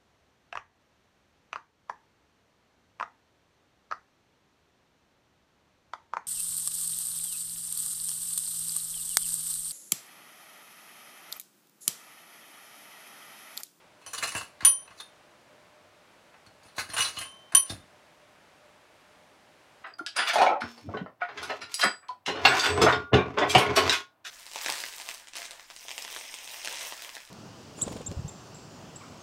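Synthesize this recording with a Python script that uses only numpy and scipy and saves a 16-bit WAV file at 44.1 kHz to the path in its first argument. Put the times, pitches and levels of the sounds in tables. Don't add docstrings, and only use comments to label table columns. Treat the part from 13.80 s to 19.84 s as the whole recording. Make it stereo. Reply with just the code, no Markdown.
import sys
import numpy as np
from scipy import signal
from scipy.fft import rfft, irfft, next_fast_len
from scipy.io import wavfile
from scipy.ndimage import uniform_filter1d, map_coordinates

SR = 44100
rng = np.random.default_rng(int(sys.argv[2]) if len(sys.argv) > 2 else 0)


def transcribe(u):
    v = np.clip(np.atleast_2d(u).T, -1, 1)
    q = np.round(v * 32767).astype(np.int16)
    wavfile.write(sys.argv[1], SR, q)


N = 266343

ZONES = [300, 2300, 3350, 5400, 16000]


def dings():
    # (t/s, crack level/dB, upper partner level/dB x5, left over right/dB,
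    # t60 of the paw's damping/s, time until pressed/s)
    strikes = [(0.849, -16.5, -31, -32, -23.5, -8, -38, 1.5, 0.45, .5),
               (3.387, -36, -47.5, -43.5, -51, -43, -56, 2.5, 2.5, .335),
               (3.749, -18, -22, -21, -24, -9.5, -41, .7, 0.2, .5)]
    partners = [(-.65, .6, -.55, .3, 8), (-.5, .45, -.1, 2, 3), (-.3, .35, 2.2, .8, 10)]
    t = np.arange(SR // 2) / SR
    bell, crack = np.zeros((2, N + SR)), np.zeros(N + SR)
    for (s, crack_db, *levels_db, pan_db, held_t60, free_s), lower in zip(strikes, partners):
        start = round(s * SR)
        blow = ring(levels_db, lower, held_t60, free_s)
        bell[:, start:start + len(t)] += amp([[pan_db / 2], [-pan_db / 2]]) * blow
        crack[start:start + len(t)] += amp(crack_db - 60 * t / 0.01)
        crack[start:start + len(t)] += amp(crack_db - 7.5 - 60 * t / 0.14)
    # (f/Hz, relative level/dB)
    colour = [(200, -19), (1000, -1.5), (3000, -2), (3700, -1.5), (4050, -4.0), (4550, 1), (5200, -7.0),
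              (7400, 0), (8500, -3.5), (10700, -0.5), (13500, -21), (16000, -21), (20000, -63.5)]
    response = lambda f: causal(amp(along(colour, f)) * (1 + 1.5 * modes(f)))
    jangle = filtered(crack[:N] * rng.standard_normal(N), response)
    return bell[:, :N] + jangle


def ring(levels_db, lower, held_t60, free_s):
    # (lower f/Hz, upper f/Hz)
    dome = [(1072, 1087), (3051, 3084), (5945, 5981), (9427, 9466), (12875, 12918)]
    free_t60 = [1.6, 1.78, .8, .33, 0.19]
    grips = [1.01, .99, .9, .55, .3]
    t = np.arange(min(SR // 2, round((free_s + .05) * SR))) / SR
    out = 0
    for (low_hz, high_hz), t60, grip, db, share in zip(dome, free_t60, grips, levels_db, lower):
        pair = np.sin(2 * np.pi * high_hz * t) + share * np.sin(2 * np.pi * low_hz * t)
        out = out + amp(db - 60 * t * (1 / t60 + grip / held_t60)) * pair
    onset = 1 - np.exp(-t / .0015)
    press = amp(-60 * np.maximum(t - free_s, 0) / .03)
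    return np.pad(out * onset * press, (0, SR // 2 - len(t)))


def contacts():
    shakes, tones = taps()
    scrape, treble = skids()
    thuds = floor_thuds(scrape)
    rattle = body_rattle(shakes + [scrape, scrape, scrape, treble])
    return tones + thuds + rattle


def taps():
    # (t/s, pad knock level/dB, claw tick level/dB, low three dome pairs level/dB,
    # high two level/dB, both before the brush offsets, singing loose part f/Hz, its level/dB)
    hits = [(0.214, -52, -65, -90, -72, 2600, -64), (0.262, -40, -42.5, -43, -48, 3044, -55),
            (0.332, -36, -38, -39.5, -42, 2000, -53), (0.379, -48, -44, -58, -52, 4100, -45),
            (0.425, -27, -33, -45, -51, 2780, -36), (0.43, -40, -45, -60, -60, 4180, -39),
            (0.472, -58, -55, -60, -50, 7590, -47), (0.519, -40, -43, -53, -57, 1750, -54),
            (0.55, -39, -41, -51, -44, 2700, -36), (0.563, -48, -50, -57, -46, 7590, -41.5),
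            (0.609, -49, -56, -70, -55, 2900, -54), (0.806, -39, -56, -65, -71, 4190, -55),
            (0.832, -42.5, -57.5, -62, -77, 3180, -58), (1.076, -52, -79.5, -69, -70, 1780, -70),
            (1.106, -48, -73, -85, -69.5, 4200, -72), (1.176, -57, -62, -79, -77, 4000, -59),
            (1.199, -42, -52, -69, -52, 3650, -43), (2.539, -53, -81, -92, -88.5, 1510, -63),
            (2.663, -55, -60, -76, -84, 4290, -58.5), (2.831, -69.5, -63, -75, -78, 4200, -69.5),
            (2.847, -57.5, -63, -75, -78, 2120, -71), (2.883, -61, -63, -72, -80, 4270, -64),
            (2.965, -57, -54, -54.5, -52.5, 9190, -67), (2.98, -33.5, -42, -55, -46, 4070, -45),
            (3.088, -45, -60, -68, -48, 1740, -66), (3.099, -40, -53, -68, -70, 4180, -47),
            (3.134, -37, -38, -56, -34.5, 3060, -47), (3.165, -36, -43, -58, -52, 2810, -33),
            (3.179, -34, -38, -59, -47, 4070, -35), (3.205, -43, -30, -28, -29, 2920, -27),
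            (3.215, -56, -50, -60, -60, 4070, -33.5), (3.248, -43.5, -48, -60, -40, 4040, -31),
            (3.365, -44, -50, -57, -63, 4200, -41.5), (3.37, -50, -60, -70, -70, 2940, -41),
            (3.413, -39, -46, -58, -49, 2790, -50.5), (3.721, -42, -53, -85, -69, 1585, -48),
            (3.734, -48, -64, -87, -71, 1380, -59), (3.896, -40.5, -43.5, -78.5, -40, 3630, -39)]
    brush_offsets = [-13, -11.5, 0, -1, -21]
    rattle_t60, brush_t60, part_t60 = .062, .26, .21
    t = np.arange(SR // 2) / SR
    shakes, tones = np.zeros((4, N + SR)), np.zeros(N + SR)
    rise = 1 - np.exp(-t / 0.001036)
    shape = (amp(-60 * t / rattle_t60) + .3 * amp(-60 * t / 0.0077)) * rise
    spots = rng.uniform(-1, 1, (len(hits), 5))
    for (s, knock_db, claw_db, low_db, high_db, part_hz, part_db), spot in zip(hits, spots):
        start = round(s * SR)
        shake = amp([knock_db, knock_db - 12, knock_db - 9.5, claw_db])
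        shake[np.searchsorted(ZONES, part_hz) - 1] += amp(part_db + 1.5)
        shakes[:, start:start + len(t)] += shake[:, None] * shape
        levels_db = np.repeat([low_db, high_db], repeats=(3, 2)) + brush_offsets
        brushed = ring(levels_db, spot, brush_t60, free_s=0.11)
        beat = 1 + .5 * np.cos(2 * np.pi * 30 * spot[0] * t)
        part = amp(part_db - 60 * t / part_t60) * rise * np.sin(2 * np.pi * part_hz * t) * beat
        tones[start:start + len(t)] += brushed + part
    return shakes[:, :N], tones[:N]


def skids():
    # (t of most pressure/s, scrape level/dB, its treble over that/dB,
    # time to swell by 20 dB/s, time to fade by 20 dB/s)
    drags = [(0.29, -63, -1, 0.12, 0.07), (0.395, -46.5, -1.5, 0.0937, 0.05),
             (0.44, -40.5, -1.5, 0.0238, 0.0849), (0.495, -53.5, 3, 0.05, 0.07),
             (0.565, -42, -1.5, .025, 0.08), (0.82, -55, -11, .03, 0.07), (1.215, -60, 5, 0.07, 0.01),
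             (2.87, -67, 1.5, .05, .05), (2.999, -41, -2, 0.0328, 0.05), (3.199, -40, -2, .085, 0.1054),
             (3.275, -45.5, -1, 0.0635, 0.0559), (3.395, -45, -3, 0.0563, 0.0861),
             (3.915, -48.5, 0, 0.06, 0.05)]
    time = np.arange(N) / SR
    envelopes = np.zeros((2, N))
    for s, db, treble_db, swell, fade in drags:
        slope = 20 * np.maximum((s - time) / swell, (time - s) / fade)
        envelopes += amp([[db], [db + treble_db]] - slope)
    return envelopes


def floor_thuds(scrape):
    # (t/s, thud level/dB)
    drops = [(0.262, -35.5), (0.379, -31), (0.423, -24), (0.547, -12), (0.822, -17), (1.1, -33),
             (1.135, -38), (2.665, -28.5), (2.85, -31), (2.977, -17), (3.09, -20), (3.135, -24),
             (3.19, -18.5), (3.368, -19.5), (3.4, -23), (3.734, -20.5), (3.897, -10), (3.918, -11)]
    # (f/Hz, relative level per Hz/dB)
    carpet = [(30, -35.5), (55, -17), (85, -4.5), (105, -5), (130, -8), (300, -3.5), (450, -19.5),
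              (700, -7), (1000, -29), (2000, -120)]
    impulses = np.zeros(N)
    for s, db in drops:
        impulses[round(s * SR)] = amp(db)
    rumble = amp(-15) * scrape * rng.standard_normal(N)
    boom = lambda f: amp(3) * 25 * f / abs(88 ** 2 - f * f + 25j * f)
    sweep = lambda f: np.exp(-4j * np.pi * 0.0977 * np.sqrt(f))
    floor = lambda f: causal(amp(along(carpet, f)) + boom(f)) * sweep(f)
    return filtered(impulses + rumble, floor)


def body_rattle(force):
    # (f/Hz, relative level per Hz/dB, before a common offset)
    grit = [(180, -56), (300, -7), (1210, 2.5), (2390, -5.5), (4120, -7), (5380, -19), (5840, -6.5),
            (9610, -0.5), (15000, -33), (15800, -41.5)]

    def zoned(f):
        body = modes(f) + amp(along(grit, f) - 17.5)
        responses = []
        for low_hz, high_hz in zip(ZONES[:-1], ZONES[1:]):
            band = 1 / (1 + (low_hz / (f + 1)) ** 8) / (1 + (f / high_hz) ** 8)
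            responses.append(causal(body * band))
        return np.array(responses)

    slips = grains(spiky_db=2.6, clumps_db=2.2)
    return shifting(filtered(force * slips, zoned).sum(0), depth_db=3.1)


def modes(f):
    # (f/Hz, width/Hz, relative level/dB)
    body = [(640, 60, -15), (1091, 60.4, -4), (1625, 210, -6.5), (2130, 150, -20), (2619, 40, 3.5),
            (2903, 40, 6.5), (2940, 40, 3.5), (3352, 56, -1.5), (3650, 30, -4), (4070, 45, -3.5),
            (4200, 68, -3), (4570, 55, -4), (5300, 50, -12), (5970, 40, -8), (6650, 110, -10.5),
            (7595, 31, -11.5), (9200, 60, -15.5), (9430, 50, -1.5), (10820, 110, -6), (12900, 60, -22),
            (14800, 150, -24)]
    return sum(amp(db) * w * f / abs(c * c - f * f + 1j * f * w) for c, w, db in body)


def grains(spiky_db, clumps_db):
    clumps = map_coordinates(rng.standard_normal(N // 200), [np.arange(N) * 120 / SR])
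    level_db = spiky_db * rng.exponential(size=N) + clumps_db * clumps
    return unit(rng.standard_normal(N) * amp(level_db))


def shifting(x, depth_db):
    z = signal.stft(x, nperseg=128)[2]
    field = uniform_filter1d(rng.standard_normal(z.shape), size=2, axis=0)
    field = uniform_filter1d(field, size=20, axis=1)
    return signal.istft(z * amp(depth_db * unit(field)), nperseg=128)[1][:N]


def near_echoes(x, level_db):
    delay = rng.uniform(.001, .025, 6)
    skew = rng.uniform(-0.000027, 3e-5, 6)
    sign = rng.choice([-1, 1], 6)

    def paths(f):
        return np.array([sum(g * np.exp(-2j * np.pi * f * (d + ear * k)) for d, k, g in zip(delay, skew, sign))
                         for ear in (1, -1)])

    return amp(level_db) * filtered(x, paths)


def room(x):
    # (f/Hz, t60/s)
    decay = [(100, .5), (700, 0.27), (3000, .27), (12000, 0.27)]
    hz, t, z = signal.stft(rng.standard_normal((2, SR // 2)), SR, nperseg=256)
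    z = z * amp(-60 * t / along(decay, hz)[:, None])
    z[1] *= amp(along([(300, -44.5), (1500, -33), (12000, 2.0)], hz))[:, None]
    mid, side = signal.istft(z, SR, nperseg=256)[1]
    tail = np.array([mid + side, mid - side]) / np.linalg.norm(mid)
    late = np.pad(x, (200, 0))
    return signal.fftconvolve(late[None], tail, axes=1)[:, :N]


def room_tone():
    # (f/Hz, relative level per Hz/dB)
    air = [(15, -45), (25, -17.5), (64, -16.5), (87, -11.5), (229, -10), (270, -9.5), (301, -8.5),
           (427, -10), (591, -5.5), (641, -7), (695, -6.5), (2350, -12.5), (10400, -28.5), (16000, -40)]
    # (f/Hz, correlation)
    alike = [(60, 1), (180, 0.65), (550, 0.48), (1650, 0.2), (4970, 0.11), (15000, 0.13)]

    def mid_side(hz):
        turn = np.arccos(np.clip(along(alike, hz), -1, 1)) / 2
        return amp(along(air, hz)) * np.array([np.cos(turn), np.sin(turn)])

    mid, side = filtered(rng.standard_normal((2, N)), mid_side)
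    hiss = unit(np.array([mid + side, mid - side]))
    hum = filtered(rng.standard_normal(N), lambda hz: 1 / (1 + ((hz - 602) / 5) ** 2))
    swell = amp(0.39 * map_coordinates(rng.standard_normal(40), [np.arange(N) * 5 / SR]))
    return amp(-57) * swell * hiss + amp(-69) * unit(hum)


def amp(db):
    return 10 ** (np.asarray(db) / 20)


def unit(x):
    return x / np.sqrt(np.mean(x ** 2) + 1e-20)


def along(points, hz):
    f, v = np.transpose(points)
    return np.interp(np.log(hz + 1), np.log(f + 1), v)


def filtered(x, response):
    m = next_fast_len(N + SR // 2)
    return irfft(rfft(x, m) * response(np.fft.rfftfreq(m, 1 / SR)), m)[..., :N]


def causal(gain):
    c = irfft(np.log(gain + 1e-5))
    c[1:len(c) // 2] *= 2
    c[len(c) // 2 + 1:] = 0
    return np.exp(rfft(c)) / np.sqrt(np.mean(gain ** 2))


def scene():
    bell, paws = dings(), contacts()
    bell_mono = bell.mean(0)
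    near = near_echoes(bell_mono, level_db=-15.5) + near_echoes(paws, level_db=-14.5)
    tail = room(amp(-15) * bell_mono + amp(-7.5) * paws)
    return bell + paws + near + tail + room_tone()


def record(dry):
    top_hz, bass_hz = 16000, 35
    return filtered(dry, lambda hz: (hz < top_hz) / (1 + (bass_hz / (hz + 1)) ** 4))


dry = scene()
out = record(dry)
transcribe(out)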